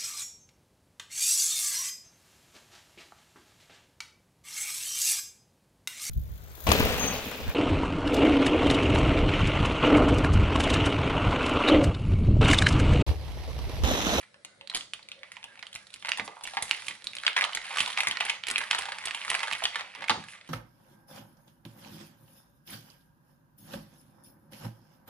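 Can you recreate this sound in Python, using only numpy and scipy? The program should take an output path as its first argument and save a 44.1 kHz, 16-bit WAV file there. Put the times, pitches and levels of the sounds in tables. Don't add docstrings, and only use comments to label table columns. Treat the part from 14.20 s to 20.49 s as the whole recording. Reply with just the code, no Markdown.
import sys
import numpy as np
from scipy import signal
from scipy.fft import rfft, irfft
from scipy.io import wavfile
from scipy.ndimage import uniform_filter1d

SR = 44100
rng = np.random.default_rng(int(sys.argv[2]) if len(sys.argv) > 2 else 0)


def int16_out(signal):
    q = np.round(np.clip(np.atleast_2d(signal).T, -1, 1) * 32767)
    wavfile.write(sys.argv[1], SR, q.astype(np.int16))


def gain_from_decibels(decibels):
    exponent = np.asarray(decibels, float) / 20
    return 10 ** exponent


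N = 277389
LEAN_S = 3.0


def evened(x):
    return x / np.sqrt(np.mean(x ** 2) + 1e-20)


def read(points, hz):
    f, value = np.transpose(points)
    return np.interp(np.log(hz + 1), np.log(f + 1), value)


def add(mix, s, sound):
    part = mix[max(round(s * SR), 0):][:len(sound)]
    part += sound[:len(part)]


def circle(size):
    return abs(np.fft.fftfreq(size, 1 / SR))


def hump(f, hz, width_hz):
    return 1 / (1 + ((f - hz) / (width_hz / 2)) ** 2)


def causal(gain_db):
    log_gain = np.log(gain_from_decibels(np.maximum(gain_db, -100)))
    response = np.fft.ifft(np.exp(np.conj(signal.hilbert(log_gain)))).real
    return response[..., :gain_db.shape[-1] // 2]


def butter(x, order, hz, kind):
    return signal.sosfilt(signal.butter(order, hz, kind, fs=SR, output="sos"), x)


def rings(t, hz, t60_s, turn):
    sines = np.sin(2 * np.pi * (hz * t[:, None] + turn))
    x = (gain_from_decibels(-60 * t[:, None] / t60_s) * sines).sum(1)
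    return x * np.minimum(t / 0.0001, 1) / (abs(x).max() + 1e-12)


def air():
    # hz, density_db
    hush_spectrum = [(15, -48), (25, -24), (112, -4), (386, -6), (600, -1.5), (906, -12.5), (2020, -3),
                     (2610, -14), (3130, -11), (3950, -8), (6460, -19.5), (10500, -16), (12000, -49),
                     (15600, -74), (22000, -120)]
    # hz, correlation
    likeness = [(30, 0.33), (100, 0.98), (250, 0.58), (600, 0.23), (3000, 0.067), (11000, 0.93)]
    # hz, width_hz, level_db
    hum_lines = [(109, 1.7, -83.5), (195, 3, -80), (547, 6.2, -80)]
    hush_db = -54.5 - 9.5

    def sounded(z):
        return evened(signal.istft(z, nperseg=2048, noverlap=1536)[1][:, :N])

    frames, hz = N // 512 + 5, np.fft.rfftfreq(2048, 1 / SR)
    a, b, c, d, patches = rng.standard_normal((frames, 1025, 5)).T
    patches_db = 2.4 * evened(uniform_filter1d(uniform_filter1d(patches, 20, 0), 10, 1))
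    same = np.clip(read(likeness, hz), -1, 1)[:, None]
    left = a + 1j * b
    right = same * left + np.sqrt(1 - same ** 2) * (c + 1j * d)
    z = np.array([left, right])
    out = gain_from_decibels(hush_db) * sounded(z * gain_from_decibels(read(hush_spectrum, hz)[:, None] + patches_db))
    for f, width_hz, db in hum_lines:
        line = 1 / (1 + ((hz - f) / width_hz) ** 2)
        out += gain_from_decibels(db) * sounded(z * line[:, None])
    return out


def thuds():
    # start_s, peak_db, t60_s, slap_db
    landings = [(0.54, -57, 0.027, 25), (1.994, -30, 0.037, 3.5), (2.079, -33.5, 0.024, 17),
                (4.4, -54, 0.015, -16), (5.321, -48, 0.024, -9), (5.773, -42.5, 0.12, 5),
                (5.81, -43, 0.045, 1), (5.898, -20.5, 0.07, 6.5), (4.53, -50, 0.05, -3),
                (2.36, -52.5, .1, -25), (2.7, -54, 0.087, -18), (2.87, -58, 0.092, -17),
                (4.01, -56, 0.056, -20), (5.974, -33.5, 0.023, -13)]
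    # hz, level_db
    board_modes = [(122, -3), (163, -13.5), (203, 2), (255, -1), (330, 1.5), (470, 1), (560, 4), (760, 0),
                   (1150, 16.5)]
    landing_s = 0.003
    out, t = np.zeros(N), np.arange(9000)[:, None] / SR
    hz, mode_db = np.transpose(board_modes)
    phases = rng.random((len(landings), len(board_modes)))
    for (s, db, t60_s, slap_db), u in zip(landings, phases):
        modes = np.sin(2 * np.pi * (hz * t + u)) * (1 - np.exp(-t / landing_s))
        decay_db = -60 * t / t60_s * (hz / 200) ** 0.62
        body = (gain_from_decibels(mode_db + slap_db * (hz > 400) + decay_db) * modes).sum(1)
        add(out, s, gain_from_decibels(db - 0.5) * body / abs(body).max())
    return butter(out, 2, 90, "high")


def leaning():
    level_db, mode_hz, width_hz = -38.5, 212, 44
    resting = np.arange(N) > LEAN_S * SR
    push = rng.standard_normal(N) * uniform_filter1d(gain_from_decibels(grip()[0]) * resting, 2000)
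    shape = hump(np.fft.rfftfreq(N, 1 / SR), mode_hz, width_hz)
    return gain_from_decibels(level_db) * irfft(rfft(push) * shape / np.sqrt(np.mean(shape ** 2)), N)


def swishes():
    # start_s, level_db, length_s
    brushes = [
        (2.033, -42.5, 0.047),
        (6.054, -49, 0.11),
    ]
    out = np.zeros(N)
    for s, db, length_s in brushes:
        swell = np.hanning(round(length_s * SR))
        add(out, s, gain_from_decibels(db) * swell * rng.standard_normal(8000)[:len(swell)])
    return butter(out, 2, 4870, "high")


def squeaks():
    # start_s, peak_db, pitch_hz, length_s
    slips = [
        (0.14, -71, 1660, 0.12),
        (.26, -66.5, 1500, 0.12),
        (.12, -68, 560, 0.093),
        (0.38, -64, 550, 0.093),
        (1.265, -56, 1660, 0.088),
        (1.58, -65, 1650, 0.1),
        (2.09, -57.5, 1200, 0.068),
        (0.929, -66, 540, 0.17),
        (2.3, -56, 1650, .05),
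        (2.799, -70, 550, 0.18),
    ]
    out = np.zeros(N)
    for s, db, hz, length_s in slips:
        t = np.arange(0, length_s, 1 / SR)
        waver = evened(uniform_filter1d(rng.standard_normal((2, 12000)), 300))[:, :len(t)]
        note = np.sin(2 * np.pi * np.cumsum(hz * (1 + 0.007 * waver[0])) / SR)
        add(out, s, gain_from_decibels(db) * (1 + waver[1]) * note * np.sin(np.pi * t / length_s))
    return out


def grip():
    # start_s, crackle_db, dryness_db
    squeeze = [(0.0, -45.5, 6), (0.37, -148, 8), (0.66, -61.5, -3), (1.82, -59.5, 18.5), (1.89, -62, -7),
               (2.29, -52.5, 15.5), (2.47, -45.5, 8), (2.91, -47, 11.5), (3.15, -54.5, 9), (3.54, -41.5, 0),
               (3.8, -39, 0.5), (4.33, -42, -14), (4.43, -40.5, 0), (4.9, -45, -0.5), (5.12, -39, 1.5),
               (5.38, -44, 3), (5.5, -45.5, -5), (6.29, -56.5, 6)]
    # middle_s, length_s, change_db
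    pauses = [(4.21, 0.073, -19), (2.79, 0.11, -5), (1.68, 0.073, -8), (0.81, 0.26, -12), (2.4, 0.066, -6),
              (2.9, 0.19, -8), (5.7, .08, -1.5), (6.0, 0.053, 4.5), (6.23, 0.063, -9), (3.6, 0.25, 7),
              (6.12, 0.092, 6.5), (1.13, 0.26, 3), (5.4, 0.084, 4)]
    after_db, after_t60_s = -35, 0.11
    t, shocks = np.arange(N) / SR, np.zeros(N)
    s, db = buckles()[:2]
    shocks[(s * SR).astype(int)] = gain_from_decibels(2 * (db + after_db))
    settling = signal.lfilter([1], [1, -gain_from_decibels(-120 / (after_t60_s * SR))], shocks)
    at, squeeze_db, dry_db = np.transpose(squeeze)
    still_db = np.zeros(N)
    for middle_s, length_s, change_db in pauses:
        still_db += change_db * np.exp(-(2 * (t - middle_s) / length_s) ** 2)
    level_db = 10 * np.log10(gain_from_decibels(2 * np.interp(t, at, squeeze_db)) + settling) + still_db
    return level_db, np.interp(t, at, dry_db)


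def crackle(per_s=2200, spread_db=3.6, clump_db=4.5):
    # hz, density_db
    film_spectrum = [(150, -95), (300, -35.5), (550, -16), (830, -10), (1460, 0), (2230, 6.5), (3080, 0.5),
                     (5090, -13.5), (7000, -21.5), (11300, -21), (22000, -29)]
    level_db, dry_db = grip()
    pocket_db = 4
    fizz_db = 7 + dry_db + 0.45 * (level_db + 40.5)
    clumps = gain_from_decibels(clump_db * evened(uniform_filter1d(rng.standard_normal(N), 500)))
    size = gain_from_decibels(spread_db * np.minimum(rng.exponential(1, N), 4))
    size *= rng.random(N) < clumps * per_s / SR
    scrap, t, out = rng.integers(0, 24, N), np.arange(300) / SR, np.zeros(N)
    for k, u in enumerate(rng.random((24, 2, 12))):
        hz = (600 + 9000 * (k / 24) ** 1.6) * (0.5 + 1.3 * u[0])
        ring = rings(t, hz, 5.2 / hz ** 0.844, u[1])
        out += signal.oaconvolve(size * (scrap == k), ring)[:N]
    spectrum = rfft(out)
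    flat = irfft(spectrum / np.sqrt(uniform_filter1d(abs(spectrum) ** 2, 3000) + 1e-9), N)
    film = signal.oaconvolve(flat, causal(read(film_spectrum, circle(2048))))[:N]
    low = butter(film, 2, 1200, "low")
    high = butter(film, 2, 5500, "high")
    mixed = film + (gain_from_decibels(pocket_db) - 1) * low + (gain_from_decibels(fizz_db) - 1) * high
    return gain_from_decibels(level_db + 0.5) * mixed / np.sqrt(np.mean(film ** 2))


def buckles():
    # start_s, peak_db, pitch_hz, tick_db
    panel_snaps = [(0.474, -28.5, 4080, -18), (0.515, -33.5, 1490, -34), (0.917, -24.5, 3160, -28),
                   (1.468, -30.5, 3380, -22), (1.871, -21, 2220, -17), (1.918, -9.5, 2900, -44),
                   (2.511, -6, 2400, -21.5), (2.709, -25, 2220, -27), (2.985, -22, 3300, -21.5),
                   (3.035, -22, 1800, -35), (3.066, -6, 3100, -39), (3.079, -6.5, 2060, -30),
                   (3.21, -7.5, 2130, -18.5), (3.24, -13.5, 2920, -27.5), (3.332, -23.5, 3200, -43),
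                   (3.361, -43, 2150, -20), (3.661, -19, 3030, -21), (3.701, -32, 3420, -27),
                   (3.971, -18, 2040, -42), (4.1, -11.5, 2390, -24.5), (4.237, -19, 2960, -50),
                   (4.359, -8.5, 2500, -31), (4.438, -24, 1690, -27), (4.511, -7, 2450, -26),
                   (4.621, -24.5, 1730, -19), (4.785, -23, 2100, -21), (5.016, -22, 2700, -32),
                   (5.454, -8, 2430, -45), (6.212, -33.5, 2080, -33), (6.275, -38, 2300, -8),
                   (.609, -25, 2860, -30), (1.89, -17, 2480, -20.5), (1.933, -23, 2390, -26),
                   (3.883, -16, 2300, -13), (4.509, -20, 2260, -29), (5.903, -13.5, 3720, -26),
                   (5.913, -20, 1490, -27), (1.858, -25, 2300, -25)]
    # start_s, peak_db, pitch_hz, boom_db
    pocket_snaps = [(0.143, -39, 1550, -6), (0.411, -29.5, 2650, 2.5), (1.032, -26.5, 2270, -7),
                    (1.168, -29.5, 2550, 2), (1.427, -26.5, 2110, -5), (1.848, -21, 2110, -0.5),
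                    (1.885, -18, 2080, 7), (1.997, -15, 1980, -1), (2.078, -26, 2000, 6.5),
                    (2.168, -35.5, 2200, 37), (2.37, -12, 1930, 1), (3.164, -15, 1580, -15),
                    (3.165, -13, 2190, -1), (3.178, -8.5, 2010, 1), (3.22, -11.5, 1950, -5),
                    (3.775, -12.5, 2320, -3.5), (3.785, -16, 2200, 3), (4.007, -10.5, 2550, -5),
                    (4.686, -26.5, 1700, 3), (4.872, -19, 2250, -2), (4.909, -19.5, 2130, -21),
                    (5.115, -18, 2040, 6), (5.143, -18, 2060, 1), (5.205, -20.5, 2270, -2),
                    (5.231, -18.5, 2200, 0.5), (5.421, -25, 2180, 12), (5.557, -15.5, 1880, -4),
                    (5.609, -22.5, 2210, 4), (5.821, -26, 1720, 4), (5.896, -7.5, 1960, -3)]
    # start_s, peak_db, pitch_hz, tick_db
    crease_snaps = [(0.248, -23, 2460, -11), (0.547, -9, 3000, -10), (0.565, -15.5, 1460, -10),
                    (0.572, -19, 3750, -14), (0.735, -17.5, 3260, -19), (0.887, -27.5, 2340, -12.5),
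                    (1.529, -30, 3400, -10), (1.551, -22.5, 2730, 0), (1.559, -21, 2570, -15),
                    (1.67, -44.5, 2280, -8), (1.704, -43, 2190, -14), (1.74, -23, 2500, -12),
                    (2.424, -9.5, 2170, -2), (2.667, -25.5, 2850, -7), (2.683, -14, 2430, -13.5),
                    (2.842, -27.5, 4050, -5), (2.87, -17, 3900, -18.5), (2.952, -23, 2280, -13),
                    (2.967, -23, 3920, -21), (3.349, -10, 2340, -3), (3.604, -8.5, 2930, -13.5),
                    (3.805, -7, 2170, -15.5), (3.834, -16, 1700, -21), (4.311, -14.5, 1720, -9),
                    (4.381, -9.5, 2160, -4.5), (4.882, -23, 2240, -15), (5.15, -12, 2280, -18.5),
                    (5.323, -25, 2850, -18), (5.879, -29, 2070, -5), (6.039, -33, 1720, -20.5)]
    # start_s, peak_db, pitch_hz, tick_db
    fold_snaps = [(0.498, -25.5, 3940, -18), (1.118, -25, 2110, -9), (1.241, -24.5, 3000, -17.5),
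                  (1.973, -22, 2170, -10), (2.236, -23, 2180, 4), (2.241, -19, 2900, 3),
                  (2.274, -19, 2090, -12.5), (2.494, -30, 2200, 2), (3.373, -19.5, 2000, -20),
                  (3.56, -21, 1290, -27), (3.571, -13, 1300, -13.5), (3.591, -20, 2850, -14),
                  (3.676, -17.5, 3130, -12.5), (3.871, -8, 2200, -15), (3.911, -10, 3100, -15),
                  (4.051, -15, 1620, -9), (4.269, -16.5, 2650, -9), (4.284, -12.5, 2450, -9.5),
                  (4.301, -15, 2220, -10), (4.53, -13, 1630, -21.5), (4.548, -12.5, 1610, -19.5),
                  (4.587, -13, 2730, -10), (4.72, -19.5, 1760, -23), (4.855, -13, 2160, -2.5),
                  (4.947, -18, 2770, -15), (5.049, -21, 2010, -19), (5.08, -21, 1190, -21),
                  (5.101, -9.5, 2460, -10), (5.326, -14.5, 2780, -13), (5.438, -12, 2940, -13.5)]
    # start_s, peak_db, pitch_hz
    small_snaps = [(0.029, -40, 2060), (0.527, -33, 1120), (0.537, -31, 2840), (0.793, -38, 2270),
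                   (1.825, -28.5, 2170), (1.985, -22.5, 2140), (2.253, -29.5, 2750), (2.286, -30, 2160),
                   (2.336, -28.5, 900), (3.05, -24, 1800), (3.249, -16, 1510), (3.324, -30, 2180),
                   (3.416, -44, 3020), (3.455, -24.5, 2800), (3.54, -30, 1300), (3.652, -30, 3000),
                   (3.683, -26, 3080), (4.065, -22, 2220), (4.406, -20, 1810), (4.414, -22, 1960),
                   (4.655, -24, 1540), (4.746, -34, 2750), (4.817, -30, 2230), (5.026, -29, 2580),
                   (5.281, -20.5, 1480), (5.313, -21, 2060), (5.546, -23, 2380), (5.587, -30, 2690),
                   (5.595, -24, 2040), (5.75, -30, 2290)]
    # start_s, peak_db, pitch_hz
    bright_ticks = [(0.555, -17.5, 3920), (1.542, -33, 3930), (1.669, -37, 4070), (1.704, -40, 4090.0),
                    (1.732, -34, 4120), (1.76, -30, 2160), (2.268, -30, 2220.0), (2.494, -24, 1740.0),
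                    (2.645, -31, 2200.0), (3.363, -26.5, 4100)]
    # start_s, peak_db, pitch_hz
    deep_ticks = [(1.375, -39.5, 2400), (2.108, -48, 1120.0), (2.117, -55, 1160.0), (2.21, -36, 790),
                  (3.226, -21, 1010), (3.293, -31, 1240), (3.507, -28.5, 824), (3.671, -30, 1080.0),
                  (4.087, -28, 1700), (4.76, -38.0, 930.0), (4.839, -26, 2170.0), (5.428, -28.0, 2500.0),
                  (5.808, -29, 1780), (5.841, -23.5, 1960.0)]
    # start_s, peak_db, pitch_hz
    plain_ticks = [(0.498, -31, 4060), (0.828, -39, 4200), (0.991, -47, 3510.0), (1.159, -42, 2370.0),
                   (1.229, -32.5, 2600), (1.356, -38, 2170.0), (1.455, -43, 3140.0), (2.586, -33.5, 1920.0),
                   (2.622, -31, 2300.0), (2.711, -28, 2210), (2.822, -36, 2370), (2.865, -43, 1890.0),
                   (3.0, -30, 3080.0), (3.131, -28.5, 2740), (3.169, -13.5, 2130), (3.241, -13, 1320),
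                   (3.372, -19, 1700), (3.416, -32.0, 2100), (3.521, -36, 2180), (3.588, -26, 2910.0),
                   (3.61, -16, 3000), (3.733, -27, 3350), (3.772, -23, 3040.0), (3.786, -19, 1690),
                   (4.003, -20, 2260), (4.067, -23, 2180), (4.276, -30, 2070), (4.61, -24, 2150.0),
                   (4.974, -30.5, 3040.0), (5.092, -27, 2650.0), (5.096, -24, 3060.0), (5.201, -38, 2130.0),
                   (5.232, -20, 2340), (5.304, -28, 1690), (5.332, -18, 2610.0), (5.337, -28, 3100),
                   (5.351, -20.5, 2110.0), (5.758, -40, 2950), (5.829, -31, 1710), (6.241, -54, 1850.0),
                   (6.246, -45, 1830.0),
                   (1.392, -31, 2170), (2.2387, -35, 2790), (2.349, -37, 2220), (2.3867, -26, 1880),
                  (2.4798, -31, 2210), (2.5314, -24, 1990), (2.5474, -22, 2200), (2.574, -32, 2350),
                  (2.9336, -28.5, 2530), (3.188, -14, 2180), (3.5129, -28, 1850), (3.5845, -12, 2780),
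                  (3.5927, -19, 3030), (3.703, -26.5, 3430), (3.7284, -24, 3070), (3.9226, -22, 1780),
                  (3.9289, -29, 1550), (4.0967, -12.5, 2300), (4.1547, -32, 2060), (4.3674, -21.5, 2200),
                  (4.388, -22, 2170), (4.5836, -20, 3040), (4.6302, -25, 2510), (4.6344, -24.5, 853),
                  (4.6908, -25, 2410), (4.8256, -31, 2200), (4.8634, -31, 2200), (4.8827, -19.5, 2180),
                  (5.1314, -21, 2160), (5.1604, -30, 1620), (5.193, -21, 2200), (5.2629, -32, 2210),
                  (5.2729, -22, 1540), (5.3119, -23, 2190), (5.3456, -28, 2200), (5.6092, -26, 2140),
                  (5.7774, -37, 2260), (5.8831, -18, 2100), (6.085, -34, 2930), (6.189, -44, 2220)]
    plain_boom_db, plain_tick_db = -23.5, -24.5
    rows = []
    for snaps_of_kind, boom_db in [(panel_snaps, -36), (crease_snaps, -45), (fold_snaps, -4.5)]:
        rows += [(s, db, hz, boom_db, tick_db) for s, db, hz, tick_db in snaps_of_kind]
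    rows += [(*row, -27) for row in pocket_snaps]
    rows += [(*row, plain_boom_db, -11) for row in bright_ticks]
    rows += [(*row, 0, plain_tick_db) for row in deep_ticks]
    rows += [(*row, plain_boom_db, plain_tick_db) for row in plain_ticks]
    rows += [(*row, -1, -22.5) for row in small_snaps]
    return np.transpose(rows)


def snaps():
    panel_width_hz, tick_hz, steps_s = 1050, 6800, 0.003
    rattle_db, hiss_db = -23, -13
    spread_db, spread_s = 2.5, 0.00004
    out, f, t = np.zeros((2, N)), circle(1024), np.arange(1200) / SR
    s, db, hz, pocket_db, tick_db = buckles()[:, :, None]

    panel = hump(f, hz, panel_width_hz) ** 2.2 + gain_from_decibels(-17.0) * hump(f, 3047, 3150) ** 2
    pocket = gain_from_decibels(2 * pocket_db + 0.5) * hump(f, 900, 520) ** 2
    treble = f ** 6 / (f ** 6 + tick_hz ** 6)
    tick = gain_from_decibels(2 * tick_db - 10) * (gain_from_decibels(-4) * hump(f, 3500, 2600) + treble)
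    bass_cut = f ** 4 / (f ** 4 + 865.0 ** 4)
    colour = causal(10 * np.log10((panel + pocket + gain_from_decibels(-4.5) * tick) * bass_cut + 1e-9))

    rattle_s = 0.024 + 0.031 * gain_from_decibels(np.minimum(pocket_db, 0))
    drive = gain_from_decibels(rattle_db - 60 * t / rattle_s) * rng.standard_normal((len(s), len(t)))
    kicks = rng.random((len(s), 2, 6))
    kick_at = (kicks[:, 0] * steps_s * SR * np.array([0.03, 0.1, 0.25, 0.5, 0.75, 1])).astype(int)
    kick_size = [0.7, -1, 0.6, -0.45, 0.35, -0.3] * np.sqrt(kicks[:, 1])
    np.put_along_axis(drive, kick_at, kick_size, 1)
    tear = gain_from_decibels(hiss_db - 60 * t / 0.03) * rng.standard_normal(drive.shape) * np.minimum(t / 0.001, 1)

    sounds = signal.fftconvolve(drive, colour, axes=1)
    sounds += signal.fftconvolve(tear, causal(10 * np.log10(tick + 1e-9)), axes=1)
    sounds *= gain_from_decibels(db + 1.0) / abs(sounds).max(1, keepdims=True)
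    for at, sound, place in zip(s[:, 0], sounds, rng.uniform(-1, 1, len(s))):
        add(out[0], at - place * spread_s, gain_from_decibels(place * spread_db) * sound)
        add(out[1], at + place * spread_s, gain_from_decibels(-place * spread_db) * sound)
    return out


def kitchen(x):
    # hz, t60_s
    room_t60 = [(300, 0.26), (800, 0.32), (2500, 0.24), (6000, 0.45), (11000, 0.23)]
    size, out = SR // 2, np.zeros((2, N))
    for k in range(3):
        taps = np.zeros((2, size))
        at = np.arange(80, size - 20, 20) + rng.integers(0, 20, (2, (size - 81) // 20))
        np.put_along_axis(taps, at, rng.choice([-1., 1.], at.shape), 1)
        hz, t, z = signal.stft(taps, SR, nperseg=256)
        tail = signal.istft(z * gain_from_decibels(-60 * t / read(room_t60, hz)[:, None]), SR, nperseg=256)[1]
        counter_top = 0.3 * taps.sum(0) * gain_from_decibels(-60 * np.arange(size) / SR / 0.035)
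        tail = tail[:, :size] + counter_top
        tail += signal.lfilter([0.06], [1, -0.94], 4.77 * (tail.mean(0) - 0.12 * tail))
        turn = np.sqrt(2 / 3) * np.cos(np.pi * (7 * np.arange(N) / SR + k / 3))
        out += signal.fftconvolve((x * turn)[None], tail / np.linalg.norm(tail[0]), axes=1)[:, :N]
    return out


def ports(x):
    # hz, lead_rad
    port_lead = [(0, -1), (1380, 1.04), (3010, 0.83), (5600, 2), (8010, 2), (10900, 0.6), (11900, -1.5)]
    # hz, balance_db
    port_balance = [(60, -1), (250, 0), (500, -2), (1420, -3.5), (4090, -2.5), (11700, -1)]
    hz = np.fft.rfftfreq(N, 1 / SR)
    half = gain_from_decibels(read(port_balance, hz) / 2) * np.exp(0.5j * read(port_lead, hz))
    return irfft(rfft(x) * np.array([half, 1 / half]), N)


def scene():
    pack = snaps() + crackle() + squeaks() + swishes()
    board = thuds() + leaning()
    held_up = np.arange(N) < LEAN_S * SR
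    pan_db = -1 * held_up * np.array([[0.5], [-0.5]])
    echoes = kitchen(gain_from_decibels(-6.0) * pack.mean(0) + gain_from_decibels(-4) * board)
    return ports(pack) * gain_from_decibels(pan_db) + board + ports(echoes) + air()


def low_pass(x):
    return signal.sosfilt(signal.butter(12, 12340, fs=SR, output="sos"), x)


def record(dry):
    edge = signal.sosfilt(signal.cheby1(9, 1, 10830, fs=SR, output="sos"), dry)
    return low_pass(edge)


dry = scene()
out = record(dry)
int16_out(out)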